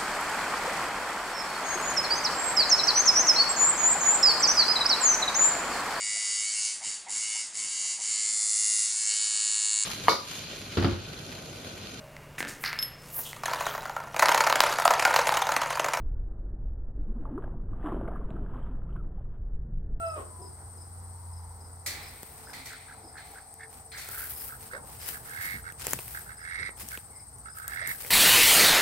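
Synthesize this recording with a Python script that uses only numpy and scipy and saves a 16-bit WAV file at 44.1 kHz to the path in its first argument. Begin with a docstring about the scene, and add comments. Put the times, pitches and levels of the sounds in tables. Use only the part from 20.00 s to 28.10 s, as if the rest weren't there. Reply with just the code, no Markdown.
"""A sunny backyard. A rooster ends its crow as a far engine drones and drops away; hens cluck now
and then and a small bird chips in pairs. From about two seconds a wire fence clangs and rattles,
and someone steps through dry grass, blades crackling and twigs snapping. Ducks join in and waddle
closer, their dry quacks made of quick puffs ringing in throat and bill.
Insects shrill throughout, over a low rumble and far road noise."""
import sys
import numpy as np
from scipy import signal
from scipy.fft import rfft, irfft, next_fast_len
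from scipy.io import wavfile
from scipy.ndimage import uniform_filter1d, map_coordinates

SR = 44100
rng = np.random.default_rng(int(sys.argv[2]) if len(sys.argv) > 2 else 0)


def dump_mix(stems):
    """Bounce the given channels to the path in sys.argv[1] as a 16-bit WAV at rate SR."""
    frames = np.atleast_2d(stems).T  # one column per channel
    limited = np.clip(frames, -1, 1)  # hard clip at full scale
    pcm = np.round(limited * 32767).astype(np.int16)
    wavfile.write(sys.argv[1], SR, pcm)


N = 357430
TIME = np.arange(N) / SR


def amp(db):
    """Decibels to gain."""
    return 10 ** (np.asarray(db) / 20)


def unit(x):
    """Scale to rms 1."""
    return x / np.sqrt(np.mean(x ** 2) + 1e-20)


def along(points, hz):
    """Read a curve of (Hz, value) points on a log frequency axis."""
    f, v = np.transpose(points)
    return np.interp(np.log(hz + 1), np.log(f), v)


def curves(rows, t=TIME):
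    """Automation: one curve for each column after the time."""
    s, *cols = np.transpose(rows)
    return [np.interp(t, s, c) for c in cols]


def wobble(rate, size=N):
    """A smooth random curve, rate knots a second."""
    knots = rng.standard_normal(int(size * rate / SR) + 4)
    return map_coordinates(knots, [np.arange(size) * rate / SR])


def phase_of(hz):
    """Running phase of a gliding pitch."""
    return 2 * np.pi * np.cumsum(hz) / SR


def filtered(x, response):
    """Shape x with a complex frequency response."""
    n = x.shape[-1]
    m = next_fast_len(n + 4096)
    return irfft(rfft(x, m) * response(np.fft.rfftfreq(m, 1 / SR)), m)[..., :n]


def through(x, spectrum, size=2048):
    """Let x ring a body with this spectrum (minimum phase, energy 1)."""
    cepstrum = irfft(np.log(amp(along(spectrum, np.fft.rfftfreq(size, 1 / SR)))))
    cepstrum[1:size // 2] *= 2
    cepstrum[size // 2 + 1:] = 0
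    ring = irfft(np.exp(rfft(cepstrum)))
    ring /= np.linalg.norm(ring)
    return signal.oaconvolve(np.atleast_2d(x), ring[None], axes=1)[:, :x.shape[-1]]


def noise(spectrum, alike, size=N):
    """Coloured stereo noise of rms 1; alike is the share common to both ears."""
    white = rng.standard_normal((3, size))
    stereo = np.sqrt(alike) * white[2] + np.sqrt(1 - alike) * white[:2]
    return unit(filtered(stereo, lambda hz: amp(along(spectrum, hz))))


def place(x, pan_db, lag_ms):
    """Pan a source: the left ear is pan_db louder and lag_ms later."""
    side = np.array([[.5], [-.5]])
    return amp(side * pan_db) * filtered(x, lambda hz: np.exp(-2j * np.pi * hz * side * lag_ms / 1000))


def add(track, s, x):
    """Mix x into the track at s seconds."""
    part = track[..., max(round(s * SR), 0):][..., :x.shape[-1]]
    part += x[..., :part.shape[-1]]


# The nasal colour of a duck's throat and bill. 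Each row: frequency in Hz, gain in dB.
THROAT_EQ = [(200, -47), (700, -17), (1080, -12.5), (1330, 10.5), (1700, 1), (2150, 3.5), (2420, -12.5),
             (2650, -4), (3080, -18.5), (3450, -6.5), (4050, -7), (4800, -5), (6200, -15.5), (7500, -28),
             (12000, -48)]


def quack(swell, fade, level_db, peak_hz, rattle_hz=72, puff_s=.0084, depth_db=19, cutoff_db=24):
    """The syrinx opens in chirping puffs; with effort they quicken, rise and steady into a clearer buzz."""
    t = np.arange(int((swell + fade) * SR)) / SR
    slack = np.interp(t, [0, swell, swell + fade], [1, 0, 1])
    hz = peak_hz * (1 - .2 * slack ** 1.5 * np.sqrt(swell / .34))
    strain = np.clip((hz - 1620) / 280, 0, 1)
    jitter = (.12 - .095 * strain) * wobble(70, len(t))  # strain steadies the rattle
    puff_rate = rattle_hz * (hz / 1550) ** 1.3 * (1 + jitter)
    cycles = np.cumsum(puff_rate) / SR
    progress = cycles % 1
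    age = progress / puff_rate
    sizes = amp(1.9 * rng.standard_normal(int(cycles[-1]) + 1))[cycles.astype(int)]
    opening = (1 - np.exp(-age / .0012)) ** 2 * (1 - progress ** 12)
    puffs = sizes * opening * (np.exp(-age / puff_s) + .16 * strain)
    chirp_cycles = hz * age * (1 + .44 * (progress / 2 - .32))
    phase = 2 * np.pi * chirp_cycles + (1 - .5 * strain) * wobble(500, len(t))
    tone = np.sqrt(2) * (np.sin(phase) + amp(-11) * strain * np.sin(2 * phase))
    breath = (1.1 - .35 * strain) * rng.standard_normal(len(t))
    scattered = .5 * rng.standard_normal((2, len(t)))
    voice = through(puffs * (tone + breath + scattered), THROAT_EQ)
    # even out the voice, then let it build and cut off
    power = uniform_filter1d(np.mean(voice ** 2, axis=0), size=1800)
    voice /= np.sqrt(np.abs(power) + 1e-12)
    drop_db = np.where(t < swell, depth_db * slack ** 2.8, cutoff_db * slack ** 1.4)
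    edges = np.clip(np.minimum(t, t[-1] - t) / .018, 0, 1)
    return voice * amp(level_db - drop_db) * edges


# Quacks. Each row: start, swell and fade in seconds, level in dB, pitch at the loudest in Hz.
QUACK_CUES = [(2.455, .03, 0.062, -50.5, 1610), (2.691, 0.048, 0.044, -45.5, 1678),
              (2.865, 0.048, 0.057, -48.5, 1580), (3.125, 0.068, 0.043, -48, 1712),
              (3.329, 0.048, 0.068, -50.5, 1588), (3.58, 0.055, 0.044, -46.5, 1820),
              (3.92, 0.048, 0.084, -46, 1755), (4.029, 0.21, 0.083, -45, 1605),
              (4.475, 0.051, 0.067, -45, 1560), (4.695, 0.06, 0.055, -40, 1675),
              (5.115, 0.044, 0.045, -43.5, 1642), (5.24, .3, 0.082, -37.5, 1908),
              (5.624, 0.067, 0.044, -41, 1639), (6.13, 0.032, 0.068, -40, 1690),
              (6.245, 0.064, 0.069, -45.5, 1620), (6.365, .305, .06, -36.5, 1960),
              (6.899, 0.044, 0.044, -41, 1702), (7.436, 0.046, 0.051, -44.5, 1502),
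              (7.535, 0.075, 0.11, -43.5, 1468), (7.61, .3, 0.057, -35.5, 1881)]
# The ducks' path. Each row: time in seconds, left minus right in dB, lead at the left ear in ms.
DUCK_PAN = [(3.2, -2, -0.055), (5, -8.5, 0.3), (6.5, -8.5, 0.34)]


def ducks(bounce=.28, bounce_s=.0018):
    """The ducks waddle nearer on the right; the ground returns each quack a moment later."""
    out = np.zeros((2, N))
    for s, swell, fade, db, hz in QUACK_CUES:
        pan_db, lead_ms = curves(DUCK_PAN, s)
        add(out, s, place(quack(swell, fade, db, hz), pan_db, -lead_ms))
    return filtered(out, lambda hz: 1 + bounce * np.exp(-2j * np.pi * hz * bounce_s))


# Steps in the grass. Each row: start and length in seconds, level in dB, extra sizzle in dB.
STEP_CUES = [(1.978, 0.38, -55.5, 1.5), (2.326, 0.25, -51, -5), (2.6, .1, -61, 0), (3.22, .13, -54.5, -3),
             (3.67, 0.11, -53.5, -3), (3.935, 0.16, -46, -2), (4.074, 0.16, -42.5, 5.5),
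             (4.234, 0.25, -45.5, 7), (4.56, 0.099, -47, -1), (4.822, 0.25, -49.5, -1.5),
             (4.98, 0.092, -39, -6), (5.028, .07, -38.5, 2.5), (5.204, 0.35, -47.5, 0),
             (5.37, 0.091, -39.5, 0), (5.765, 0.11, -37.5, -9), (5.849, 0.096, -37, -1),
             (5.987, 0.2, -46, 3), (6.755, 0.041, -38, -3), (6.85, 0.098, -44.5, -0.5),
             (7.525, 0.045, -48, 3.5), (7.653, .09, -50, 2), (7.848, 0.058, -40, 5),
             (7.952, 0.15, -40.5, -0.5)]
# The colour of dry blades. Each row: frequency in Hz, gain in dB.
GRASS_EQ = [(120, -22.5), (250, -6.5), (500, -4), (1100, -3.5), (1900, -0.5), (3500, -6.5), (5100, -3),
            (6300, -6.5), (8400, -2), (10500, 1.5), (13000, 2), (15700, 1), (16500, -24.5)]


def grass(grains_per_s=900, spread_db=4, sizzle_hz=9500, clump_db=1.5):
    """Dry blades crackle over a soft swish; a brushing foot sizzles more than a pressing one."""
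    starts, lengths, db, sizzle_db = np.transpose(STEP_CUES)
    hits = rng.random(N) < grains_per_s / SR
    grains = hits * amp(spread_db * np.minimum(rng.exponential(size=N), 2))
    crackle = unit(grains * rng.uniform(-1.02, 1, (2, N)))
    swish = rng.standard_normal((2, N))
    rustle = unit(through(crackle + swish, GRASS_EQ))
    crunch = filtered(rustle, lambda hz: 1 / (1 + (hz / sizzle_hz) ** 8))
    sizzle = rustle - crunch
    stirred = crunch * tread(starts, lengths, db) + sizzle * tread(starts, lengths, db + sizzle_db)
    return stirred * amp(clump_db * wobble(80)) * amp([[1.2], [-1.2]])


def tread(starts, lengths, levels, attack_s=.066, release_t60=.41, settle_db=-17, settle_t60=2):
    """The steps' envelope: each foot presses, holds and lifts, and bent blades spring back."""
    power = np.zeros(N)
    for s, length, db in zip(starts, lengths, levels):
        t = np.arange(int((length + 1) * SR)) / SR
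        lifted = np.maximum(t - length, 0)
        press = np.sin(np.pi / 2 * np.minimum(t / attack_s, 1)) ** 2
        release_db = np.maximum(-60 * lifted / release_t60, settle_db - 60 * lifted / settle_t60)
        add(power, s, (amp(db + release_db) * press) ** 2)
    return np.sqrt(power)


# Stalks and twigs snapping. Each row: start in seconds, level in dB, knock relative to it in dB.
SNAP_CUES = [(0.774, -37, -27), (2.2317, -19, -15.5), (2.731, -36, -22), (3.541, -29, -20),
             (4.089, -20.5, -15), (5.2957, -26.5, -15), (5.472, -39, -1), (5.723, -26.5, -15),
             (5.8685, -7, -17), (5.8802, -24.5, -2), (5.9097, -15.5, -19), (5.934, -5, -12),
             (5.989, -35, 5.5), (6.0808, -21, -14), (6.692, -36.5, 4), (6.8027, -20, -26),
             (6.813, -26, -10.5), (6.8875, -19.5, -26), (6.975, -24, -6), (7.385, -34, -21),
             (7.5862, -24, -33), (7.6799, -12.5, -22.5), (7.875, -11, -27), (7.894, -22, -29),
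             (8.0484, -25.5, -3.5)]
# The bright crack and the woody knock. Each row: frequency in Hz, gain in dB.
CRACK_EQ = [(1500, -22), (3000, -11), (4200, -14), (5500, -8), (7500, 1), (10000, 0), (13000, 0),
            (16000, -3)]
KNOCK_EQ = [(80, -6), (180, 3), (550, 3), (1200, -4), (2700, -3), (3800, -20), (8000, -40)]


def twigs(crack_trim_db=-1, knock_trim_db=1, break_t60=.003, splinter_t60=.029, splinter_db=-19):
    """A snap is one sharp break and a brief splintering; thick twigs add a woody knock."""
    out, t = np.zeros((2, N)), np.arange(SR // 20) / SR
    fracture = amp(-60 * t / break_t60) + amp(splinter_db - 60 * t / splinter_t60)
    for s, db, knock_db in SNAP_CUES:
        burst = rng.standard_normal((2, len(t))) * fracture
        crack = through(burst + burst[::-1] / 4, CRACK_EQ)
        crack *= amp(crack_trim_db) / np.abs(crack).max() * amp([[1.5], [-1.5]])
        knock = through(burst.sum(0), KNOCK_EQ)
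        knock *= amp(knock_db + knock_trim_db) / np.abs(knock).max()
        add(out, s, amp(db) * (crack + knock))
    return out


# Soft footfalls. Each row: start in seconds, relative level in dB.
THUD_CUES = [(4.102, -78), (5.54, -53), (5.929, -53), (6.607, -58.5), (6.83, -61), (7.378, -67),
             (7.874, -61)]


def footfalls(thud_t60=.25, attack_s=.00079, gain_db=13.5):
    """A heel lands dully on the turf."""
    out, t = np.zeros((2, N)), np.arange(SR // 4) / SR
    turf_eq = [(30, -42), (70, 7), (170, 0), (300, -7), (700, -28), (2000, -62)]
    envelope = amp(gain_db - 60 * t / thud_t60) * (1 - np.exp(-t / attack_s))
    for s, db in THUD_CUES:
        add(out, s, amp(db) * envelope * noise(turf_eq, alike=.94, size=len(t)))
    return out


# Blows on the fence. Each row: start in seconds, ring level in dB, clash level in dB.
CLANG_CUES = [(1.861, -37.5, -30.5), (2.531, -44.5, -49), (2.656, -46, -43), (3.174, -50.5, -76.5),
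              (3.917, -46.5, -69), (3.975, -45.5, -41.5)]
# Singing wires. Each row: frequency in Hz, relative level in dB, seconds to fall 60 dB.
WIRE_MODES = [(1965, -8, .7), (2020, -4, .5), (2230, -8, .6), (3182, -16, .45), (3510, -15, 1.1),
              (3967, -7, 1.1), (4164, -5, .8), (4264, -4, .7), (4350, -2, .4), (4444, -3, .9),
              (4829, -4, .4), (5728, -13, .3), (7965, -11, .7)]
# The rattling mesh and the clashing links. Each row: frequency in Hz, gain in dB.
MESH_EQ = [(300, -5), (1000, 1), (1600, 3.5), (2050, 12.5), (2400, 9), (2800, -1.5), (3600, 3.5), (4280, 5),
           (5000, -1), (6600, -6), (8200, -3), (10000, -15.5), (16000, -4.5)]
CLASH_EQ = [(300, -2), (600, 7.5), (1500, -44), (2100, 10), (2900, -10), (4500, 12), (7000, 10.5),
            (9000, 9.5), (13000, 7), (16000, -4)]


def fence(mesh_t60=.98, clash_t60=.32, wire_db=-9, tail_db=-19, tail_t60=2, attack_s=.00093):
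    """Each blow makes the links clash, then the mesh rattles out while single wires sing."""
    out, t = np.zeros((2, N)), np.arange(2 * SR) / SR
    attack = 1 - np.exp(-t / attack_s)
    mesh_decay = amp(-60 * t / mesh_t60) + amp(tail_db - 60 * t / tail_t60)
    for s, db, clash_db in CLANG_CUES:
        wires = np.zeros((2, len(t)))
        for hz, level, t60 in WIRE_MODES:
            shimmer = amp(wire_db + level - 60 * t / t60 + 4.4 * wobble(29, len(t)))
            wires += shimmer * np.sin(2 * np.pi * (hz * t + rng.random((2, 1))))
        mesh = noise(MESH_EQ, alike=.26, size=len(t)) * mesh_decay
        clash = noise(CLASH_EQ, alike=.098, size=len(t))
        clash *= amp(clash_db - 60 * t / clash_t60 + 1.05 * wobble(293, len(t)))
        add(out, s, (amp(db) * (mesh + wires) + clash) * attack)
    return out


# The falling end of the crow. Each row: time in seconds, pitch in Hz, relative level in dB.
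CROW_CONTOUR = [(0, 680, -40), (.04, 666.3, -34), (.09, 655.6, -36), (.13, 626.5, -44), (.165, 619, -40.5),
                (.19, 540, -43.5), (.22, 520, -51), (.26, 493, -79)]
# The rooster's timbre. Each row: harmonic number, gain in dB.
CROW_HARMONICS = [(1, -4), (2, -2), (3, -30), (4, -21), (5, -42), (6, -38)]


def rooster(gain_db=4):
    """A clean, far crow that sags and breaks up into hoarse noise as it ends."""
    hz, db = curves(CROW_CONTOUR)
    hoarse = np.interp(TIME, [.14, .21], [.004, .03])
    phase = phase_of(hz * (1 + hoarse * wobble(298)))
    voice = sum(amp(level) * np.sin(k * phase) for k, level in CROW_HARMONICS)
    rasp_eq = [(250, -17), (450, -3), (700, -7), (1300, -1), (2300, -15), (3000, -13), (4500, -27)]
    rasp = noise(rasp_eq, alike=.43) * hoarse * 14
    envelope = amp(db + gain_db) * (TIME < CROW_CONTOUR[-1][0])
    return place(envelope * (voice + rasp), pan_db=-1, lag_ms=.22)


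# Clucks. Each row: start and length in seconds, pitch in Hz, level in dB, roughness from 0 to 1.
CLUCK_CUES = [(0.159, 0.06, 424, -42.5, 0.9), (0.301, 0.2, 1014, -52.5, 0.07),
              (0.387, 0.073, 401.4, -47.5, 0.51), (0.566, 0.073, 717, -55, 0.86),
              (0.759, 0.075, 380, -58, 0.84), (3.036, 0.033, 352, -51, 0.56),
              (4.728, 0.045, 524, -41.5, 0.58), (6.581, 0.047, 451, -52.5, 0.8),
              (7.106, .13, 2165, -60.5, 0.13), (7.815, 0.025, 644, -44.5, 0.3),
              (8.019, 0.098, 541, -52.5, 0.7)]


def hens(sag=.0374):
    """Short, soft clucks with a rough, slightly falling pitch; the low ones carry an octave."""
    out = np.zeros(N)
    for s, length, hz, db, rough in CLUCK_CUES:
        n = int(length * SR)
        progress = np.arange(n) / n
        phase = phase_of(hz * (1 - sag * progress + .33 * rough * wobble(517, n)))
        voice = np.sin(phase) + .44 * np.sin(2 * phase) * (hz < 900)
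        add(out, s, amp(db) * np.sqrt(np.sin(np.pi * progress)) * voice)
    return place(out, pan_db=2, lag_ms=.087)


# Pairs of chips. Each row: start in seconds, level of the second chip in dB.
CHIP_CUES = [(.055, -47.5), (.412, -49.5), (.771, -54), (1.325, -54), (1.60, -55.5), (2.026, -48),
             (2.452, -50), (3.035, -51.5), (4.356, -48), (5.001, -47), (6.364, -51), (6.78, -51.5),
             (7.15, -53), (7.485, -53)]


def bird(top_hz=5300, fall_hz=780, length_s=.0258, spacing_s=.037):
    """A small bird whistles two quick downward chips at a time."""
    out, progress = np.zeros(N), np.linspace(0, 1, int(length_s * SR))
    envelope = np.sin(np.pi * progress) ** 2
    for s, db in CHIP_CUES:
        for delay, chip_db in ((0, -2), (spacing_s, 0)):
            hz = (top_hz - fall_hz * progress ** 2) * (1 + .0037 * rng.standard_normal())
            add(out, s + delay, amp(db + chip_db) * envelope * np.sin(phase_of(hz)))
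    return place(out, pan_db=4, lag_ms=0)


# The insects' fader. Each row: time in seconds, level in dB.
INSECT_FADER = [(0, -50), (1.6, -53.5), (3.3, -52.5), (4.3, -52), (8.1, -50)]
# The shrill band of the chorus. Each row: frequency in Hz, gain in dB.
CHORUS_EQ = [(6500, -81), (7400, -24), (7900, -6.5), (8400, 0.5), (8900, -3), (9200, -13), (9700, -32),
             (11000, -74)]


def insects(stroke_hz=18, song_hz=9050, song_db=-1):
    """A blurred chorus, with one nearer cricket whose wing strokes each arch in pitch."""
    db, = curves(INSECT_FADER)
    chorus = noise(CHORUS_EQ, alike=.17) * amp(1.27 * wobble(110))
    stroke = np.cumsum(stroke_hz * (1 + .03 * wobble(1.1))) / SR % 1 - .5
    hz = song_hz - 2600 * stroke ** 2 + 60 * wobble(440)
    swell = np.exp(-(stroke / .17) ** 2) * amp(song_db + 1.5 * wobble(3))
    song = swell * np.sin(phase_of(hz))
    # the chorus falls into step with the strokes
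    chorus *= 1 + np.interp(TIME, [2, 7], [.1, .4]) * np.cos(2 * np.pi * stroke)
    return amp(db) * place(chorus + song, pan_db=4, lag_ms=.315)


# Far whines. Each row: start and length in seconds, centre and width in Hz, level in dB.
WHINE_CUES = [(0.903, 6.2, 444, 7.8, -67), (0.997, 0.71, 931, 180, -57.5), (2.351, 0.48, 265, 8.9, -62.5),
              (2.4, 1.82, 770, 160, -58.5)]


def whines():
    """Distant motors and tyres: narrow, wavering tones that swell and pass."""
    out = np.zeros(N)
    for s, length, centre_hz, width_hz, db in WHINE_CUES:
        n = int(length * SR)
        white = rng.standard_normal(n)
        tone = unit(filtered(white, lambda hz: 1 / (1 + ((hz - centre_hz) / width_hz * 2) ** 2)))
        add(out, s, amp(db) * tone * np.sin(np.pi * np.arange(n) / n))
    return place(out, pan_db=4.5, lag_ms=.11)


# The engine's fader. Each row: time in seconds, level in dB.
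ENGINE_FADER = [(.15, -45), (.6, -49), (1.35, -42.5), (1.95, -51), (2.25, -62)]


def engine(firing_hz=86.8):
    """A far engine drones at its firing rate, swells and drops away."""
    db, = curves(ENGINE_FADER)
    hz = firing_hz * (1 + .0094 * wobble(4.43))
    drone = np.sqrt(2) * np.sin(phase_of(hz)) * amp(db + wobble(10.7))
    return place(drone, pan_db=0, lag_ms=.35)


# The rumble's colour. Each row: frequency in Hz, gain in dB.
RUMBLE_EQ = [(20, -28), (32, -30), (45, -7.5), (60, 11), (80, -1), (120, 3.5), (180, -10), (300, -24.5),
             (600, -37.5)]
# Its fader. Each row: time in seconds, relative level in dB.
RUMBLE_FADER = [(0, -53), (1.5, -54.5), (2.2, -58), (2.9, -57), (3.55, -62.5), (4.2, -54.5), (5.95, -52),
                (7.2, -57.5), (8.1, -55.5)]


def rumble(gain_db=1):
    """A low bed of noise that slowly rises and falls."""
    db, = curves(RUMBLE_FADER)
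    return noise(RUMBLE_EQ, alike=.93) * amp(db + gain_db)


# The road's colour. Each row: frequency in Hz, gain in dB.
ROAD_EQ = [(100, -3.5), (260, 0), (350, -5.5), (450, 1), (560, -5), (800, 4), (1050, -1.5), (1400, -4),
           (2200, -25), (4000, -33)]
# Its fader. Each row: time in seconds, relative level in dB.
ROAD_FADER = [(0, -59.5), (2.7, -58.5), (3.7, -62.5), (4.6, -57), (6.3, -62), (8.1, -60.5)]


def traffic(gain_db=3):
    """Far traffic blurs into a dull, wavering wash."""
    db, = curves(ROAD_FADER)
    wash = noise(ROAD_EQ, alike=.88) * amp(db + gain_db + 2 * wobble(6.6))
    return place(wash, pan_db=-2, lag_ms=.17)


# The colour of the open air. Each row: frequency in Hz, gain in dB.
AIR_EQ = [(300, -9), (2000, 15.5), (3100, -16), (4000, 8.5), (5000, 15), (6500, 8.5), (10000, 10.5),
          (13000, 11.5), (16000, 4.5)]


def air(level_db=-61):
    """A faint, wide, steady hiss."""
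    return place(noise(AIR_EQ, alike=.1) * amp(level_db), pan_db=0, lag_ms=.35)


# The yard's decay. Each row: frequency in Hz, seconds to fall 60 dB.
YARD_DECAY = [(200, 0.64), (2000, 0.2), (10000, 0.39)]


def yard_echo(x):
    """Sheds and trees send back a thin, short tail."""
    hz, t, bands = signal.stft(rng.standard_normal((2, SR // 2)), SR, nperseg=256)
    decay = amp(-60 * t / along(YARD_DECAY, hz)[:, None])
    _, tail = signal.istft(bands * decay, SR, nperseg=256)
    tail = np.pad(tail, ((0, 0), (SR // 100, 0)))  # 10 ms pre-delay
    return signal.fftconvolve(x, tail / np.linalg.norm(tail[0]), axes=1)[:, :N]


def scene():
    """The mix: far birds are wetter than the ducks; the steps are close and dry."""
    near, far = ducks(), rooster() + hens() + bird()
    echo = yard_echo(amp(-12) * near + amp(-3.5) * far)
    foley = fence() + grass() + twigs() + footfalls()
    ambience = insects() + whines() + engine() + rumble() + traffic() + air()
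    return near + far + echo + foley + ambience


def record(dry):
    """A steep low-pass takes off the very top of the treble."""
    top_hz = 15950
    return filtered(dry, lambda hz: 1 / (1 + (hz / top_hz) ** 160))


dry = scene()
out = record(dry)
dump_mix(out)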